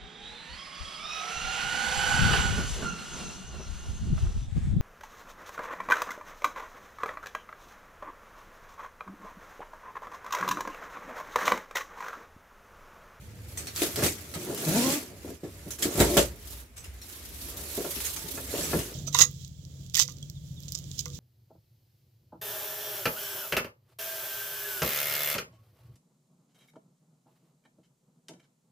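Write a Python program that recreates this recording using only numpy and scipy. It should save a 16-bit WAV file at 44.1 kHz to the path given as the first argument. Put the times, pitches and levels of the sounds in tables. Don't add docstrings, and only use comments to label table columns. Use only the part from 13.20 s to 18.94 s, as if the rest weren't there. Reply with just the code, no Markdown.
import sys
import numpy as np
from scipy import signal
from scipy.fft import rfft, irfft, next_fast_len
from scipy.io import wavfile
from scipy.ndimage import uniform_filter1d

SR = 44100
rng = np.random.default_rng(int(sys.argv[2]) if len(sys.argv) > 2 else 0)


def ratio(d):
    e = np.asarray(d, float) / 20
    return 10 ** e


def master_out(mix):
    frames = np.transpose(np.atleast_2d(mix))
    ceiling = np.clip(frames, -1, 1)
    pcm = np.round(ceiling * 32767).astype(np.int16)
    wavfile.write(sys.argv[1], SR, pcm)


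N = 253134


def evened(x):
    return x / np.sqrt(np.mean(x ** 2) + 1e-20)


def read(points, hz):
    f, value = np.transpose(points)
    return np.interp(np.log(hz + 1), np.log(f + 1), value)


def played(rows):
    s, *columns = np.transpose(rows)
    return [np.interp(np.arange(N) / SR, s, column) for column in columns]


def add(mix, s, sound):
    part = mix[round(s * SR):][:len(sound)]
    part += sound[:len(part)]


def coloured(x, spectrum):
    size = next_fast_len(N)
    gain = ratio(read(spectrum, np.fft.rfftfreq(size, 1 / SR)))
    return evened(irfft(rfft(x, size) * gain, size)[..., :N])


def smooth_noise(count, size):
    return evened(uniform_filter1d(rng.standard_normal(count), size, axis=0))


def grains(per_s, spread_db, clump_db, clump_s):
    size = ratio(spread_db * np.minimum(rng.exponential(1, N), 5)) * rng.choice([-1., 1.], N)
    clumps = smooth_noise(N, max(round(clump_s * SR), 2))
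    struck = rng.random(N) < per_s / SR
    return evened(size * struck * ratio(clump_db * clumps))


def ring(modes, gains_db, phases, rise_s):
    t = np.arange(SR // 2) / SR
    hz, db, t60 = np.transpose(modes)[:, :, None]
    decay = ratio(db + gains_db[:, None] - 60 * t / t60)
    waves = decay * np.sin(2 * np.pi * hz * t + phases[:, None])
    sound = waves.sum(0) * (1 - np.exp(-t / rise_s))
    return sound / abs(sound).max()


def patchy(x, patchy_db):
    hz, t, z = signal.stft(x, SR, nperseg=512, noverlap=384)
    patches = rng.standard_normal((len(t), len(hz)))
    patches = uniform_filter1d(patches, size=14, axis=0)
    patches = evened(uniform_filter1d(patches, size=5, axis=1))
    return evened(signal.istft(z * ratio(patchy_db * patches.T), SR, nperseg=512, noverlap=384)[1][:N])


def strokes(rows):
    t, power = np.arange(N) / SR, np.zeros((2, N))
    for s, rise_s, fall_s, surface_db, walls_db in rows:
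        away = np.where(t < s, (s - t) / rise_s, (t - s) / fall_s)
        shape = ratio(2 * -20 * away ** 1.2)
        power += shape * ratio(2 * np.array([[surface_db], [walls_db]]))
    return power


# pitch_hz, likeness (0 to 1)
LIKENESS = [(60, 1), (290, 0.86), (640, 0.48), (1400, 0.061), (3000, 0.2), (7000, 0.0045)]
# pitch_hz, t60_s
SHOP_DECAY = [(100, 0.17), (500, 0.15), (2000, 0.13), (12000, 0.047)]


def shop(x, wet_db, size):
    hz, t, z = signal.stft(x, SR, nperseg=size, noverlap=3 * size // 4)
    keep = ratio(-120 * (size // 4) / SR / read(SHOP_DECAY, hz))
    power, held = abs(z.T) ** 2, np.zeros(z.T.shape)
    for k in range(1, len(t)):
        held[k] = keep * held[k - 1] + (1 - keep) * power[k - 1]
    real, imag = rng.standard_normal((len(t), len(hz), 2, 3)).transpose(2, 3, 1, 0)
    chance = real + 1j * imag
    same = np.clip(read(LIKENESS, hz), 0, 1)[:, None]
    tail = np.sqrt(held.T) * (np.sqrt(same) * chance[0] + np.sqrt(1 - same) * chance[1:])
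    wet = signal.istft(tail, SR, nperseg=size, noverlap=3 * size // 4)[1][:, :N]
    return (x + ratio(wet_db) * wet) / np.sqrt(1 + ratio(2 * wet_db))


# start_s, level_db
RUMBLE_LEVEL = [(0, -45.5), (.75, -47), (.84, -40), (.99, -51), (1.21, -54), (1.45, -68), (2.1, -49.5),
                (2.21, -56), (2.28, -49), (2.72, -53.5), (3.31, -43), (3.5, -48.5), (3.67, -45.5),
                (3.88, -52), (4.25, -45), (4.8, -50.5), (5.2, -47), (5.56, -43), (5.74, -53)]
# start_s, centre_hz, width_hz
RUMBLE_COLOUR = [(0, 85.4, 50), (1, 90, 60.4), (2, 85, 60), (2.7, 70, 50), (3.1, 61.4, 25.7),
                 (3.998, 65.3, 30), (5, 68, 39.8), (5.74, 70.4, 50)]


def street():
    hz, t, z = signal.stft(rng.standard_normal((2, N)), SR, nperseg=4096, noverlap=3072)
    s, centre_hz, width_hz = np.transpose(RUMBLE_COLOUR)
    detune = 2 * (hz[:, None] - np.interp(t, s, centre_hz)) / np.interp(t, s, width_hz)
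    hump = 1 / (1 + np.where(detune > 0, abs(detune) ** 1.42, detune ** 4))
    hump /= np.linalg.norm(hump, axis=0)
    mid, side = evened(signal.istft(z * hump, SR, nperseg=4096, noverlap=3072)[1][:, :N])
    return ratio(played(RUMBLE_LEVEL)[0]) * (mid + ratio(-15.5) * np.outer([1, -1], side))


# pitch_hz, relative level_db (per Hz)
AIR_COLOUR = [(18, -40), (30, 13), (86, -8), (203, -0.5), (326, -4), (1030, -11.5), (2150, -8), (3540, -17),
              (11500, -41), (14600, -36), (15800, -33)]


def air():
    level_db = -54
    return ratio(level_db) * shop(coloured(rng.standard_normal(N), AIR_COLOUR), wet_db=13, size=1024)


# start_s, end_s, pitch_hz, level_db (dry rms)
HELD_TONES = [(0, .5, 492, -64.5), (1.133, 1.173, 1274, -47), (2.854, 2.917, 404, -44),
              (2.908, 2.97, 359, -30.5), (2.921, 2.955, 575, -32), (4.929, 5.112, 885, -58.5),
              (5.088, 5.31, 265, -49.5)]


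def tones():
    out = np.zeros(N)
    for start, end, hz, db in HELD_TONES:
        count = round((end - start) * SR)
        waver = 1 + 0.013 * smooth_noise(count, 900)
        wave = np.sin(2 * np.pi * np.cumsum(hz * waver) / SR)
        add(out, start, np.sqrt(2) * ratio(db) * wave * signal.windows.tukey(count, .4))
    return out


# pitch_hz, relative level_db (per Hz)
TEAR_COLOUR = [(290, -30.5), (500, -7), (585, -25), (814, -18), (926, -30), (1180, -12), (1380, -14.5),
               (1900, -12.5), (4750, -14), (7200, -11), (9060, -15), (11700, -15.5), (15400, -21.5)]
RUB_COLOUR = [(290, -34), (500, -11), (537, -32), (814, -11), (887, -4.5), (1380, -14), (1840, -12),
              (2420, -9), (3830, -2.5), (4750, -4.5), (9320, -4), (11600, 2), (15400, -5.5)]
# start_s, level_db (nominal dry peak), crack_db (first crack over the rip),
# dull_db (dull half over the bright)
RIPS = [(0.3005, -45, -2.5, -2), (0.3733, -18, -3.5, -4.5), (0.4706, -24.5, 5.5, 1.5),
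        (0.561, -22.5, 9.5, -2), (0.594, -25, 5, -18), (0.6195, -17, 9.5, 3), (0.759, -19.5, 11, 0),
        (0.828, -20, 3, 0), (0.8364, -14, 4, -0.5), (0.8642, -11, 6, -11.5), (1.1393, -23, -5, 3.5),
        (1.2153, -32, -1, 0.5), (1.3764, -27, 8, -1), (2.234, -42, -12, 8.5), (2.5064, -19.5, 1, -8),
        (2.587, -25.5, 6, -8), (2.6239, -11.5, 4, -3), (2.793, -14.5, -1, 2), (2.802, -5.5, 4.5, -2.5),
        (2.97, -4, 5, 4), (3.565, -31, -4, -1), (3.6404, -33, -7, 4), (3.8155, -31, -7, -1),
        (4.804, -29, 14, -10), (4.848, -18, 5.5, -8), (4.863, -25, 5, 2), (4.963, -23, 9, -2),
        (5.1524, -22, -11, -9), (5.3403, -41, 1, 2), (5.5903, -24.5, 13.5, 0)]
# peak_s, rise_s, fall_s, surface_db, walls_db (slips in the walls)
CUTTER_STROKES = [(0.45, 0.3, 0.2, -45.5, -47), (0.57, 0.04, 0.28, -34.5, -45), (0.78, .02, 0.13, -43, -36),
                  (0.85, .12, 0.035, -26, -26), (0.92, .1, 0.35, -42, -47), (1.3, 0.28, 0.72, -55, -35),
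                  (1.55, 0.18, 0.31, -29.5, -31.5), (1.73, 0.58, .11, -26.5, -34.5),
                  (2.09, 0.18, 0.14, -48, -52), (2.49, .7, .07, -53, -64), (2.64, 0.04, 0.073, -30, -31.5),
                  (2.79, 0.11, 0.27, -32.5, -25.5), (2.95, 0.44, 0.078, -30, -31.5),
                  (4.4, .3, 0.4, -43, -44), (5.39, .18, 0.45, -30.5, -39.5), (5.72, .3, .3, -61, -48)]
# peak_s, rise_s, fall_s, surface_db, walls_db
HAND_SLIDES = [(0.3, 0.033, .12, -47, -60), (0.621, 0.079, .14, -26.5, -33), (1.18, 0.062, 0.2, -46, -60),
               (3.0, 0.066, 0.12, -34, -41), (3.321, 0.2, 0.15, -41.5, -56.5),
               (3.4, .2, 0.072, -48.5, -55.5), (3.6, 0.046, .5, -57, -62.5), (3.9, 0.11, 0.66, -41.5, -57),
               (4.3, 0.36, 0.053, -39.5, -49), (4.55, 0.19, .6, -36, -48), (4.87, 0.75, 0.089, -33.5, -66),
               (5.1, 1, 0.72, -37.5, -50.5), (5.6, 0.47, 0.1, -35, -33.5)]
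# start_s, left_over_right_db
SURFACE_BALANCE = [(0, -1), (1, 1.5), (2.3, -0.5), (3, 0), (4.3, 0), (4.9, -0.5), (5.74, 1)]


def surface():
    rest_db, crest_db, crackle_db = -56.5, 11, -11.5
    rip_t60_s, crack_t60_s = 0.2, 0.011
    cuts = strokes(CUTTER_STROKES)[0] + ratio(2 * rest_db)
    slides = strokes(HAND_SLIDES)[0]
    tear_shares = np.array([0.77, 0.21])
    tearing, rubbing = np.sqrt(np.array([tear_shares, 1 - tear_shares]) @ [cuts, slides])

    t = np.arange(SR // 3) / SR
    bright, dull, cracks = np.zeros((3, N))
    for s, db, crack_db, dull_db in RIPS:
        rip = ratio(db - crest_db - 60 * t / rip_t60_s)
        add(cracks, s, ratio(db - crest_db + crack_db - 60 * t / crack_t60_s))
        add(bright, s, rip)
        add(dull, s, rip * ratio(dull_db))

    shared = rng.standard_normal(N)
    crackle = coloured(grains(per_s=110, spread_db=3.5, clump_db=3.5, clump_s=0.026), RUB_COLOUR)
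    crackle = ratio(crackle_db) * np.sqrt(cuts + slides) * crackle
    out = []
    for side in range(2):
        tear = grains(per_s=6000, spread_db=3, clump_db=2.5, clump_s=.006) + 0.34 * shared
        rub = grains(per_s=12000, spread_db=1.5, clump_db=4.5, clump_s=.012) + 0.19 * shared
        tear = patchy(coloured(tear, TEAR_COLOUR), patchy_db=2.5)
        rub = patchy(coloured(rub, RUB_COLOUR), patchy_db=1.5)
        steady = tearing * tear + rubbing * rub + crackle
        fibres = grains(per_s=9000, spread_db=4, clump_db=1.9, clump_s=0.0071)
        fibres = patchy(coloured(fibres, TEAR_COLOUR), patchy_db=4.0)
        low = signal.filtfilt(*signal.butter(2, 4500, fs=SR), fibres)
        snapped = dull * low + bright * (fibres - low) + cracks * coloured(shared, TEAR_COLOUR)
        out.append(shop(steady + snapped, wet_db=3.5, size=256)[side])
    return out * ratio(np.outer([.5, -.5], played(SURFACE_BALANCE)[0]))


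def strain():
    rest_db, settle_db, settle_t60_s = -65, -19.5, 0.22
    t = np.arange(SR // 3) / SR
    power = strokes(CUTTER_STROKES + HAND_SLIDES)[1] + ratio(2 * rest_db)
    for s, db, low_hz, tilt_db in BLOWS:
        add(power, s, ratio(2 * (db + settle_db - 60 * t / settle_t60_s)))
    return np.sqrt(power)


# pitch_hz, relative level_db, t60_s
BOX_MODES = [(110, -23, 0.077), (167.5, -2.5, 0.12), (253.7, -1.5, 0.063), (301.7, 3, 0.082),
             (355, 4, 0.083), (410, 1, .1), (475.6, -4.5, 0.063), (571, -1.5, 0.11), (662.3, -3.5, 0.081),
             (738, -6, 0.028), (813, -12.5, 0.04), (907, -14, 0.12), (1087, -12.5, 0.07), (1387, -11, 0.06),
             (1528, -12.5, 0.02), (1684, -12, 0.044), (2040, -14.5, 0.025), (2523, -18, 0.032)]
# start_s, level_db (dry peak), low_hz (lowest pitch well struck),
# hardness (dB per octave above low_hz)
BLOWS = [(0.618, -16.5, 346, -4.5), (0.791, -23, 151, 6), (0.822, -19.5, 366, 5.5), (0.864, -27, 358, -21),
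         (1.158, -28, 170, -13), (1.288, -24.5, 270, -13), (2.047, -25.5, 340, -10.5),
         (2.077, -25.5, 333, -24), (2.104, -33, 398, -17), (2.234, -20, 330, -28), (2.462, -30.5, 165, -8),
         (2.63, -34, 409, -5), (2.654, -18, 350, -10), (2.711, -32, 401, 2), (2.802, -7, 327, -14),
         (2.808, -4.5, 385, 2.5), (2.825, -38, 285, -3), (2.844, -26, 258, -5), (2.968, -4.5, 383, 2),
         (2.984, -13.5, 412, 2), (4.388, -38, 310, 8), (4.577, -22.5, 418, -6), (4.604, -26.5, 390, 4),
         (4.645, -22.5, 460, 1.5), (4.765, -31.5, 257, -25), (5.043, -33.5, 172, -13.5),
         (5.175, -24.5, 448, 8), (5.339, -20, 470, -0.5), (5.532, -16.5, 180, 4.5), (5.552, -19, 170, -3),
         (5.567, -26, 323, -6)]
# start_s, level_db (dry peak)
STAND_THUDS = [(2.802, -22), (2.969, -24), (5.535, -34)]


def box():
    slips = grains(per_s=1400, spread_db=1.5, clump_db=3.0, clump_s=.02) * strain()
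    hz = np.transpose(BOX_MODES)[0]
    body = ring(BOX_MODES, -.3 * np.log2(hz / 360), np.zeros(len(hz)), rise_s=0.00072)
    out = signal.oaconvolve(slips, body / np.linalg.norm(body))[:N]
    chance = rng.uniform(-0.96, 1, (len(BLOWS), 2, len(hz)))
    for (s, db, low_hz, tilt_db), (phases, place) in zip(BLOWS, chance):
        octaves = np.log2(hz / low_hz)
        gains_db = np.where(octaves > 0, tilt_db, 11) * octaves + 2.1 * place
        add(out, s, ratio(db) * ring(BOX_MODES, gains_db, 1.3 * phases, rise_s=0.0011))
    stand_hz, stand_t60_s = 57.6, 0.43
    thud = ring([(stand_hz, 0, stand_t60_s)], np.zeros(1), np.zeros(1), rise_s=0.012)
    for s, db in STAND_THUDS:
        add(out, s, ratio(db) * thud)
    return out


# pitch_hz, relative level_db, t60_s
LINK_MODES = [(6130, 5, 0.16), (8100, 7, 0.15), (5470, -19, .1), (9200, -25, 0.12)]
# start_s, level_db (dry peak), pitch_factor (set by the size of the links)
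LINK_TOUCHES = [(0.3745, -29.5, 1), (0.4706, -35, 0.7), (3.5673, -39.5, 1.04), (3.5773, -39, 0.99),
                (3.6044, -45, 0.97), (3.6403, -45, 0.83), (3.8157, -41, 0.68), (5.4301, -25.5, 0.96)]


def bracelet():
    out = np.zeros(N)
    for s, db, factor in LINK_TOUCHES:
        phases = rng.uniform(0, 2 * np.pi, len(LINK_MODES))
        modes = LINK_MODES * np.array([factor, 1, 1])
        add(out, s, ratio(db) * ring(modes, np.zeros(len(modes)), phases, rise_s=0.00046))
    return out


# start_s, ribs_per_s, level_db (plain sway, dry)
RIB_CROSSINGS = [(1.461, 149, -35), (1.48, 158, -27), (1.516, 166, -27), (1.535, 197, -29.5),
                 (1.569, 226, -24.5), (1.62, 239, -29.5), (1.679, 262, -28), (1.74, 290, -34.5),
                 (1.79, 295, -39)]
# level_db (against the plain sway, before their flutter)
SWAY_OVERTONES = [-8, -14, -14]


def ribs():
    knocks_db = -11
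    per_s, level_db = played(RIB_CROSSINGS)
    turns = np.cumsum(per_s * (1 + 0.036 * smooth_noise(N, 250))) / SR
    knocks = np.diff(np.floor(turns), prepend=0) * ratio(5.2 * rng.standard_normal(N))
    hz = np.transpose(BOX_MODES)[0]
    body = ring(BOX_MODES, 5 * np.log2(hz / 360), np.zeros(len(hz)), rise_s=0.0016)
    boom = evened(signal.oaconvolve(knocks, body)[:N])
    flutter = ratio(2.7 * smooth_noise((N, len(SWAY_OVERTONES)), 900)).T
    sway = np.cos(2 * np.pi * turns)
    for k, db in enumerate(SWAY_OVERTONES):
        sway = sway + ratio(db) * flutter[k] * np.cos(2 * np.pi * (k + 2) * turns)
    buzz = np.sqrt(2) * sway + ratio(knocks_db) * boom
    t = np.arange(N) / SR
    inside_s = np.minimum(t - RIB_CROSSINGS[0][0], RIB_CROSSINGS[-1][0] - t)
    return ratio(level_db) * buzz * np.clip(inside_s / 0.016 + .5, 0, 1)


# centre_s, half_width_s, level_db
LEVEL_DIPS = [(2.2, 0.039, -5), (2.575, 0.014, -5), (3.51, 0.058, -5.5)]


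def scene():
    mix = street() + air() + surface()
    mix = mix + shop(box(), wet_db=1.5, size=512)
    mix = mix + shop(bracelet(), wet_db=2.0, size=256)
    mix = mix + shop(tones() + ribs(), wet_db=-3.5, size=1024)
    t = np.arange(N) / SR
    return mix * ratio(sum(db * np.exp(-((t - s) / half_s) ** 4) for s, half_s, db in LEVEL_DIPS))


def band_limit(x):
    return signal.sosfilt(signal.butter(12, 16640, fs=SR, output="sos"), x)


# pitch_hz, left_over_right_db
SIDE_COLOUR = [(60, -1.0), (240, 1), (950, 1.0), (3770, 0), (15000, -5.5)]


def record(dry):
    bass_hz, edge_hz = 50, 15650
    size = next_fast_len(N)
    hz = np.fft.rfftfreq(size, 1 / SR)
    bass_cut = 1 / np.sqrt(1 + (bass_hz / (hz + 1)) ** 24) + ratio(-30)
    sides = ratio(np.outer([.5, -.5], read(SIDE_COLOUR, hz)))
    ports = irfft(rfft(dry, size) * sides * bass_cut, size)
    soft = ports / (1 + ports ** 4) ** .25
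    edge = 1 / np.sqrt(1 + (hz / edge_hz) ** 200)
    mix = irfft(rfft(soft) * edge, size)[:, :N]
    return band_limit(mix)


dry = scene()
out = record(dry)
master_out(out)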